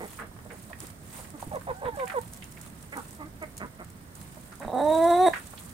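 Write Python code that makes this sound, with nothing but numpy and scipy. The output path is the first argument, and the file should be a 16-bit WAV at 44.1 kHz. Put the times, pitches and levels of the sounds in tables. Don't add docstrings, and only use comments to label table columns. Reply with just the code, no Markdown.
import sys
import numpy as np
from scipy import signal
from scipy.io import wavfile
from scipy.ndimage import uniform_filter1d

SR = 44100
rng = np.random.default_rng(int(sys.argv[2]) if len(sys.argv) > 2 else 0)


def wav_out(sig):
    wavfile.write(sys.argv[1], SR, np.round(np.clip(np.atleast_2d(sig).T, -1, 1) * 32767).astype(np.int16))


N = 252687
EDGE_HZ = 15850


def gain_of(db):
    return 10 ** (np.asarray(db) / 20)


def evened(x):
    return x / np.sqrt(np.mean(x ** 2) + 1e-20)


def smoothed_twice(x, size):
    return uniform_filter1d(uniform_filter1d(x, size=size), size=size)


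def read(points, hz):
    f, value = np.transpose(points)
    return np.interp(np.log(hz + 1), np.log(f + 1), value)


def add(mix, s, sound, pan_db=0, lag=0):
    for side, (late, db) in enumerate([(lag, pan_db / 2), (0, -pan_db / 2)]):
        part = mix[side, round(s * SR) + late:][:len(sound)]
        part += gain_of(db) * sound[:len(part)]


def resonate(x, hz, width, order=2):
    turn = np.exp(2j * np.pi * np.cumsum(hz * np.ones(len(x))) / SR)
    r = np.exp(-np.pi * width / SR)
    smooth = signal.lfilter([(1 - r) ** order], np.poly([r] * order), x / turn + 1e-18)
    return 2 * (turn * smooth).real


def noise(colour, same, size, patchy_db, flicker_db):
    frames, hz = 4 * N // size + 5, np.fft.rfftfreq(size, 1 / SR)
    a, b, c, d, patches = rng.standard_normal((frames, len(hz), 5)).T
    patches = uniform_filter1d(patches, size=12, axis=0)
    patches = evened(uniform_filter1d(patches, size=10, axis=1))
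    jumps = np.minimum(rng.exponential(1, frames), 3) * (rng.random(frames) < .04)
    snaps = np.minimum(signal.lfilter([1], [1, -.88], jumps), 3.5)
    same = np.clip(same(hz), -1, 1)[:, None]
    left = a + 1j * b
    right = same * left + np.sqrt(1 - same ** 2) * (c + 1j * d)
    level_db = read(colour, hz)[:, None] + patchy_db * patches + flicker_db * snaps
    spectra = np.array([left, right]) * gain_of(level_db)
    return evened(signal.istft(spectra, nperseg=size, noverlap=3 * size // 4)[1][:, :N])


def voice(rows, pipe, breath=0.051):
    s, *columns = np.transpose(rows)
    t = np.arange(s[0], s[-1], 1 / SR)
    effort_db, hz, rough, beak, *bright_db = (np.interp(t, s, c) for c in columns)
    jitter, force, hiss = rng.standard_normal((len(t), 3)).T
    jitter = evened(uniform_filter1d(jitter, size=150))
    turns = np.cumsum(hz * (1 + .35 * rough * jitter)) / SR
    strength = gain_of(7.9 * rough * force[(turns + .5).astype(int)])

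    knots = np.arange(s[0], s[-1] + .05, .035)
    waver_db = 4.2 * rng.standard_normal((len(knots), 45)) * np.minimum(np.arange(45) / 4, 1) ** 2
    folds = 0
    for k in range(1, 45):
        partial = np.cos(2 * np.pi * k * turns) * (k * hz < EDGE_HZ)
        folds = folds + gain_of(np.interp(t, knots, waver_db[:, k])) * partial

    air = (breath + 2.5 * rough) * hiss * np.exp(-(turns % 1) / .4)
    drive = folds * strength + air

    low = sum((-1) ** k * gain_of(db) * resonate(drive, f * beak, w, order=4)
              for k, (f, w, db) in enumerate(pipe[:3]))
    high = sum((-1) ** k * gain_of(db) * resonate(drive, f, w) for k, (f, w, db) in enumerate(pipe[3:]))
    out = gain_of(sum(bright_db)) * high - low
    steady = np.sqrt(smoothed_twice(out ** 2, 500) + 1e-9)
    fade = signal.windows.tukey(len(t), min(0.011 * SR / len(t), 1))
    return s[0], gain_of(effort_db) * out / steady * fade


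def hits(events, width_share, grit_db, rise_s, trim_db, unlike, fizz):
    mix, t = np.zeros((2, N)), np.arange(SR // 8) / SR
    for s, db, hz, t60, pan_db in events:
        common, apart, size = rng.standard_normal((3, len(t)))
        decay = gain_of(db + trim_db - 60 * t / np.clip(t60, .004, .4))
        shape = decay * (1 - np.exp(-t / rise_s)) * np.cos(4 * np.pi * t)
        grain = gain_of(grit_db * evened(uniform_filter1d(size, size=40)))
        for side, z in enumerate([common + unlike * apart, common - unlike * apart]):
            ringing = evened(resonate(z * grain, hz, width_share * hz))
            bright = evened(np.diff(z * grain, prepend=0))
            part = mix[side, round(s * SR):][:len(t)]
            burst = gain_of(pan_db * (1.5 - side)) * (ringing + fizz * bright) * shape
            part += burst[:len(part)]
    return mix


def yard_hum():
    # f/Hz, relative level/dB
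    colour = [(12, -37), (30, -6), (60, 0), (80, 3), (110, -0.5), (189, 0), (403, -12.5), (707, -14.5),
              (813, -18), (1890, -19), (2640, -31), (5640, -30.5), (9100, -45.5), (15100, -25),
              (16400, -39)]
    # f/Hz, correlation -1 to 1
    likeness = [(60, 0.88), (180, 0.97), (550, 0.56), (1650, -0.41), (4970, -0.25), (15000, -0.62)]
    hum = noise(colour, lambda hz: read(likeness, hz), size=2048, patchy_db=.8, flicker_db=0)
    return gain_of(-47.5 + np.array([[-1.9], [1.9]])) * hum


def rustle():
    # t/s, level/dB before the lean to the right
    curve = [(0, -49.5), (.19, -47.5), (.25, -60), (.53, -56.5), (.57, -52), (.78, -56), (.83, -46),
             (.98, -59), (1.18, -42), (1.35, -57), (1.4, -50), (1.52, -53), (1.92, -56.5), (1.98, -51),
             (2.39, -52.5), (2.57, -53.5), (2.65, -48.5), (2.71, -57), (2.84, -52), (2.89, -56.5),
             (2.99, -47.5), (3.32, -59), (3.43, -54.5), (3.7, -58), (4.13, -58.5), (4.17, -50.5),
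             (4.38, -54), (4.44, -53.5), (4.74, -56), (4.94, -44.5), (5.38, -48.5), (5.73, -50)]
    # f/Hz, relative level/dB
    colour = [(590, -67), (1000, 3.5), (1490, -12), (1670, -2), (2090, -5), (2800, -6), (5650, -10),
              (9130, 2), (10500, -6), (15300, -8.5), (16400, -8)]
    crackle = noise(colour, lambda hz: .1 + 0 * hz, size=128, patchy_db=2.5, flicker_db=2.4)
    level_db = np.interp(np.arange(N) / SR, *np.transpose(curve))
    return crackle * gain_of(level_db + np.array([[-1.8], [1.8]]))


def mutter(s, length, db, hz, rough, beak, chest_db, bright_db):
    # f/Hz, width/Hz, level/dB; the first level gives way to chest_db
    flock = [(280, 650, 1), (650, 280, 3), (950, 980, -2.5), (1300, 480, -7), (2000, 550, -2.5)]
    pipe = [(flock[0][0] / beak, flock[0][1], chest_db)] + flock[1:]
    end_hz = hz * (1 - 1.14 * length)
    rows = [(s, db, hz, rough, beak, bright_db), (s + length, db, end_hz, rough, beak, bright_db)]
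    start, sound = voice(rows, pipe)
    swell = np.sin(np.linspace(s == 0, np.pi, len(sound)))
    return start, 2 * sound * swell


def scrapes():
    # t/s, level/dB before trim and pan, f/Hz, t60/s
    claws = [(.1878, -33, 1410, .21), (0.219, -33, 1390, 0.029), (0.5, -41, 1800, 0.12),
             (0.7296, -28, 1800, 0.025), (0.752, -48, 1520, 0.04), (1.244, -40.5, 1820, .036),
             (1.61, -38, 1480, 0.037), (1.8521, -31, 1600, 0.069), (1.995, -27, 2120, 0.026),
             (2.0692, -35.5, 2000, 0.074), (2.097, -24, 1770, 0.042), (2.116, -30.5, 1370, 0.072),
             (2.4215, -34, 2640, 0.043), (2.5679, -43, 2000, 0.059), (4.517, -44, 1430, 0.14),
             (4.612, -42.5, 1580, 0.3), (5.332, -19.5, 1710, 0.06), (5.3568, -28.5, 1546, .11),
             (5.5754, -37.5, 3424, 0.041)]
    return hits([(*row, -4) for row in claws], width_share=0.59, grit_db=2.9, rise_s=0.0042,
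                trim_db=5.5, unlike=0.72, fizz=0.032)


def pecks():
    # t/s, level/dB before trim and pan, f/Hz
    knocks = [(.313, -41, 816), (.364, -38.5, 1080), (.388, -36, 1110), (1.379, -31.5, 600),
              (1.425, -24, 710), (1.43, -27.5, 510), (5.535, -30, 990)]
    t60_s, pan_db = 0.026, -2.5
    return hits([(*row, t60_s, pan_db) for row in knocks], width_share=0.73, grit_db=2.3, rise_s=0.00041,
                trim_db=-0.24, unlike=0.52, fizz=0.054)


def ticks():
    # t/s, level/dB before trim and pan
    grains = [(0.6379, -44), (0.8035, -25), (0.869, -30.5), (1.3034, -34), (1.5565, -33), (1.9579, -41),
              (2.0567, -33), (2.0782, -30), (2.2136, -32.5), (2.3348, -29), (2.344, -34), (2.373, -34),
              (2.4413, -31.5), (2.522, -32), (2.613, -31), (2.826, -35), (2.9706, -29), (3.108, -37),
              (3.1487, -36.5), (3.2934, -50), (3.4261, -39), (3.5684, -32), (3.5778, -24), (3.5844, -34),
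              (3.8457, -36.5), (3.9013, -37), (4.153, -29.5), (4.2133, -35), (4.4573, -43), (4.555, -38),
              (4.599, -35), (4.9492, -31), (5.471, -35), (5.6084, -39), (5.713, -43)]
    pitch_hz, t60_s, pan_db = 8900, .018, -4
    return hits([(s, db, pitch_hz, t60_s, pan_db) for s, db in grains], width_share=.7, grit_db=3, rise_s=.0003,
                trim_db=-3, unlike=.7, fizz=.6)


def low_bumps():
    # t/s, level/dB before trim and pan
    bumps = [(1.465, -30.5), (1.528, -33.5), (1.6, -39.5), (1.686, -32), (1.849, -28), (1.93, -33.5),
             (3.317, -56), (4.65, -28)]
    pitch_hz, t60_s, pan_db = 75, .16, -4.0
    return hits([(s, db, pitch_hz, t60_s, pan_db) for s, db in bumps], width_share=3.6, grit_db=2.5, rise_s=0.0068,
                trim_db=2.0, unlike=0.23, fizz=0)


def cluck(s, length, db, hz, end_hz, half_at, peak_at, rough):
    # f/Hz, width/Hz, level/dB; the beak scales the first three frequencies
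    hen = [(515, 530, -2), (777, 420, 4.5), (950, 1100, -14), (1760, 690, -18), (3760, 750, -37)]
    beak, close_s, rough_floor = 1.034, .01, .13
    start_db, end_db = -10, -20
    u = np.linspace(0, 1, num=30)
    effort_db = db + np.interp(u, [0, peak_at, 1 - close_s / length, 1], [start_db, 0, 0, end_db])
    fallen = u ** (np.log(.5) / np.log(np.clip(half_at, .1, .9)))
    pitch = hz + (end_hz - hz) * fallen
    roughness = rough * (rough_floor + (1 - rough_floor) * (1 - u) ** 3)
    return voice(np.transpose([s + length * u, effort_db, pitch, roughness, beak + 0 * u]), hen)


def whine(s, length, db, hz, end_hz):
    count = round(length * SR)
    waver = 1 + 0.027 * evened(uniform_filter1d(rng.standard_normal(count), size=500))
    phase = 2 * np.pi * np.cumsum(np.linspace(hz, end_hz, count) * waver) / SR
    tone = np.sqrt(2) * (np.sin(phase) + gain_of(-6.5) * np.sin(2 * phase))
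    return s, gain_of(db) * tone * signal.windows.tukey(count, .3)


def call():
    # t/s, effort level/dB before pan, f/Hz, roughness 0-1
    path = [(4.6, -43, 262.7, 0.21), (4.637, -40, 285.6, 0.12), (4.649, -35.5, 179, 0.79),
            (4.668, -55, 168.8, 0.45), (4.681, -33, 187.3, 0.7), (4.722, -36.5, 149.3, 0.51),
            (4.736, -28, 250, 0.01), (4.799, -25, 270.2, 0.5), (4.818, -24, 288.8, 0.05),
            (4.926, -21, 316.3, 0.04), (5.053, -19, 335.8, 0.01), (5.095, -20, 352, .04),
            (5.112, -18.5, 339, 0.02), (5.161, -20.5, 352.4, .03), (5.212, -17.5, 368, 0.01),
            (5.258, -18, 374.4, 0), (5.269, -15.5, 328.3, 0.13), (5.287, -18.5, 270.8, 0.56),
            (5.289, -52, 285.9, 0.91), (5.309, -38, 303.7, 0.97), (5.321, -59, 295.7, 0.53)]
    # f/Hz, width/Hz, level/dB
    rooster = [(283, 490, -2.5), (692, 680, 9.5), (1024, 370, -10), (1800, 580, -18.5), (3797, 274, -14.5),
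               (5880, 200, -31), (8140, 300, -24), (10700, 690, -33), (8800, 2100, -38)]
    full_effort_db = -17.5
    rows = []
    for s, db, hz, rough in path:
        beak = 0.95 + 0.092 * rough
        bright_db = 2.5 + 13.5 * rough + 1.1 * max(db - full_effort_db, -9)
        rows.append((s, db, hz, rough, beak, bright_db))
    return voice(rows, rooster, breath=0.21)


def birds():
    # t/s, length/s, level/dB before swell and pan, starting f/Hz, roughness 0-1,
    # beak opening (factor), chest level/dB, brightness/dB
    mutters = [(0, .081, -43.5, 214.7, 0.53, 0.71, -1, -7.5),
               (0.188, .08, -51.5, 225.4, 0.25, 0.79, 3.5, -4),
               (0.448, 0.031, -52.5, 253, 0.54, 0.85, -2, -22),
               (0.489, 0.08, -53, 235, 0.73, 0.71, -13, -17),
               (.693, 0.037, -51.5, 353, 0.26, 0.82, -19, -32),
               (.814, 0.044, -51.5, 317, 0.43, 0.65, 4, -6),
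               (1.181, 0.034, -51.5, 246, 0.41, 0.82, -26, -27),
               (1.335, 0.035, -46.5, 298, 0.07, 1.06, 9, -18),
               (2.918, 0.039, -44, 293, 0.33, 0.54, -18, 5.5),
               (2.95, 0.062, -40.5, 280, 0.48, 1.34, -2.5, -14),
               (3.186, 0.068, -45.5, 312, 0.09, 1.04, 3.5, -5),
               (3.234, .054, -50.5, 321.5, 0.04, 0.55, 11, -7),
               (3.412, .041, -41, 324.6, 0.12, 0.62, -21, -5),
               (3.596, 0.051, -42.5, 215, 0.29, 1, 4.5, 5.5),
               (3.631, 0.035, -43, 229.7, 0.55, 1.45, 3, -24),
               (3.785, 0.054, -47.5, 204, 0.49, 0.99, 5.5, 0.5),
               (4.366, 0.017, -52, 307, 0.3, 0.87, -14, -23)]
    # t/s, length/s, held level/dB before pan, first f/Hz, last f/Hz, share of the length at which
    clucks = [(1.509, .068, -29.5, 641, 427, .72, 1, 0.99), (1.666, 0.06, -29, 597, 443, 0.41, 0.58, 0.93),
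              (1.813, 0.089, -28, 644, 452.7, .3, 0.87, 0.69),
              (1.968, 0.085, -29, 634, 484, .25, 0.5, 0.14), (2.137, .06, -26.5, 650, 442, .28, 0.5, 0.19)]
    # t/s, length/s, level/dB of the fundamental before pan, first f/Hz, last f/Hz
    whines = [(1.734, 0.13, -49.5, 742, 806), (1.92, 0.051, -44, 885, 797), (1.976, 0.18, -47.5, 755, 759),
              (2.196, .06, -73, 890, 950)]
    mix = np.zeros((2, N))
    for row in mutters:
        add(mix, *mutter(*row), -4.0, lag=10)
    for row in clucks:
        add(mix, *cluck(*row), -4.5, lag=12)
    for row in whines:
        add(mix, *whine(*row), -4.0, lag=10)
    add(mix, *call(), -3.3)
    return mix


def walls(x):
    # f/Hz, t60/s
    decay = [(300, 0.12), (1000, 0.16), (4000, 0.26), (12000, 0.037)]
    taps = np.zeros((2, SR // 3))
    slots = np.arange(200, SR // 3 - 20, 20)
    at = slots + rng.integers(0, 20, (2, len(slots)))
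    np.put_along_axis(taps, at, rng.choice([-1., 1.], at.shape), 1)
    hz, t, z = signal.stft(taps, SR, nperseg=256)
    tail = signal.istft(z * gain_of(-60 * t / read(decay, hz)[:, None]), SR, nperseg=256)[1]
    return signal.fftconvolve(x, tail / np.linalg.norm(tail[0]), axes=1)[:, :N]


def scene():
    near = birds() + scrapes() + pecks() + ticks()
    reflections = gain_of(-12) * walls(near)
    return near + reflections + low_bumps() + rustle() + yard_hum()


def record(dry):
    low_pass = signal.firwin(511, EDGE_HZ, window=("kaiser", 9), fs=SR)
    return signal.oaconvolve(dry, low_pass[None], "same")


dry = scene()
out = record(dry)
wav_out(out)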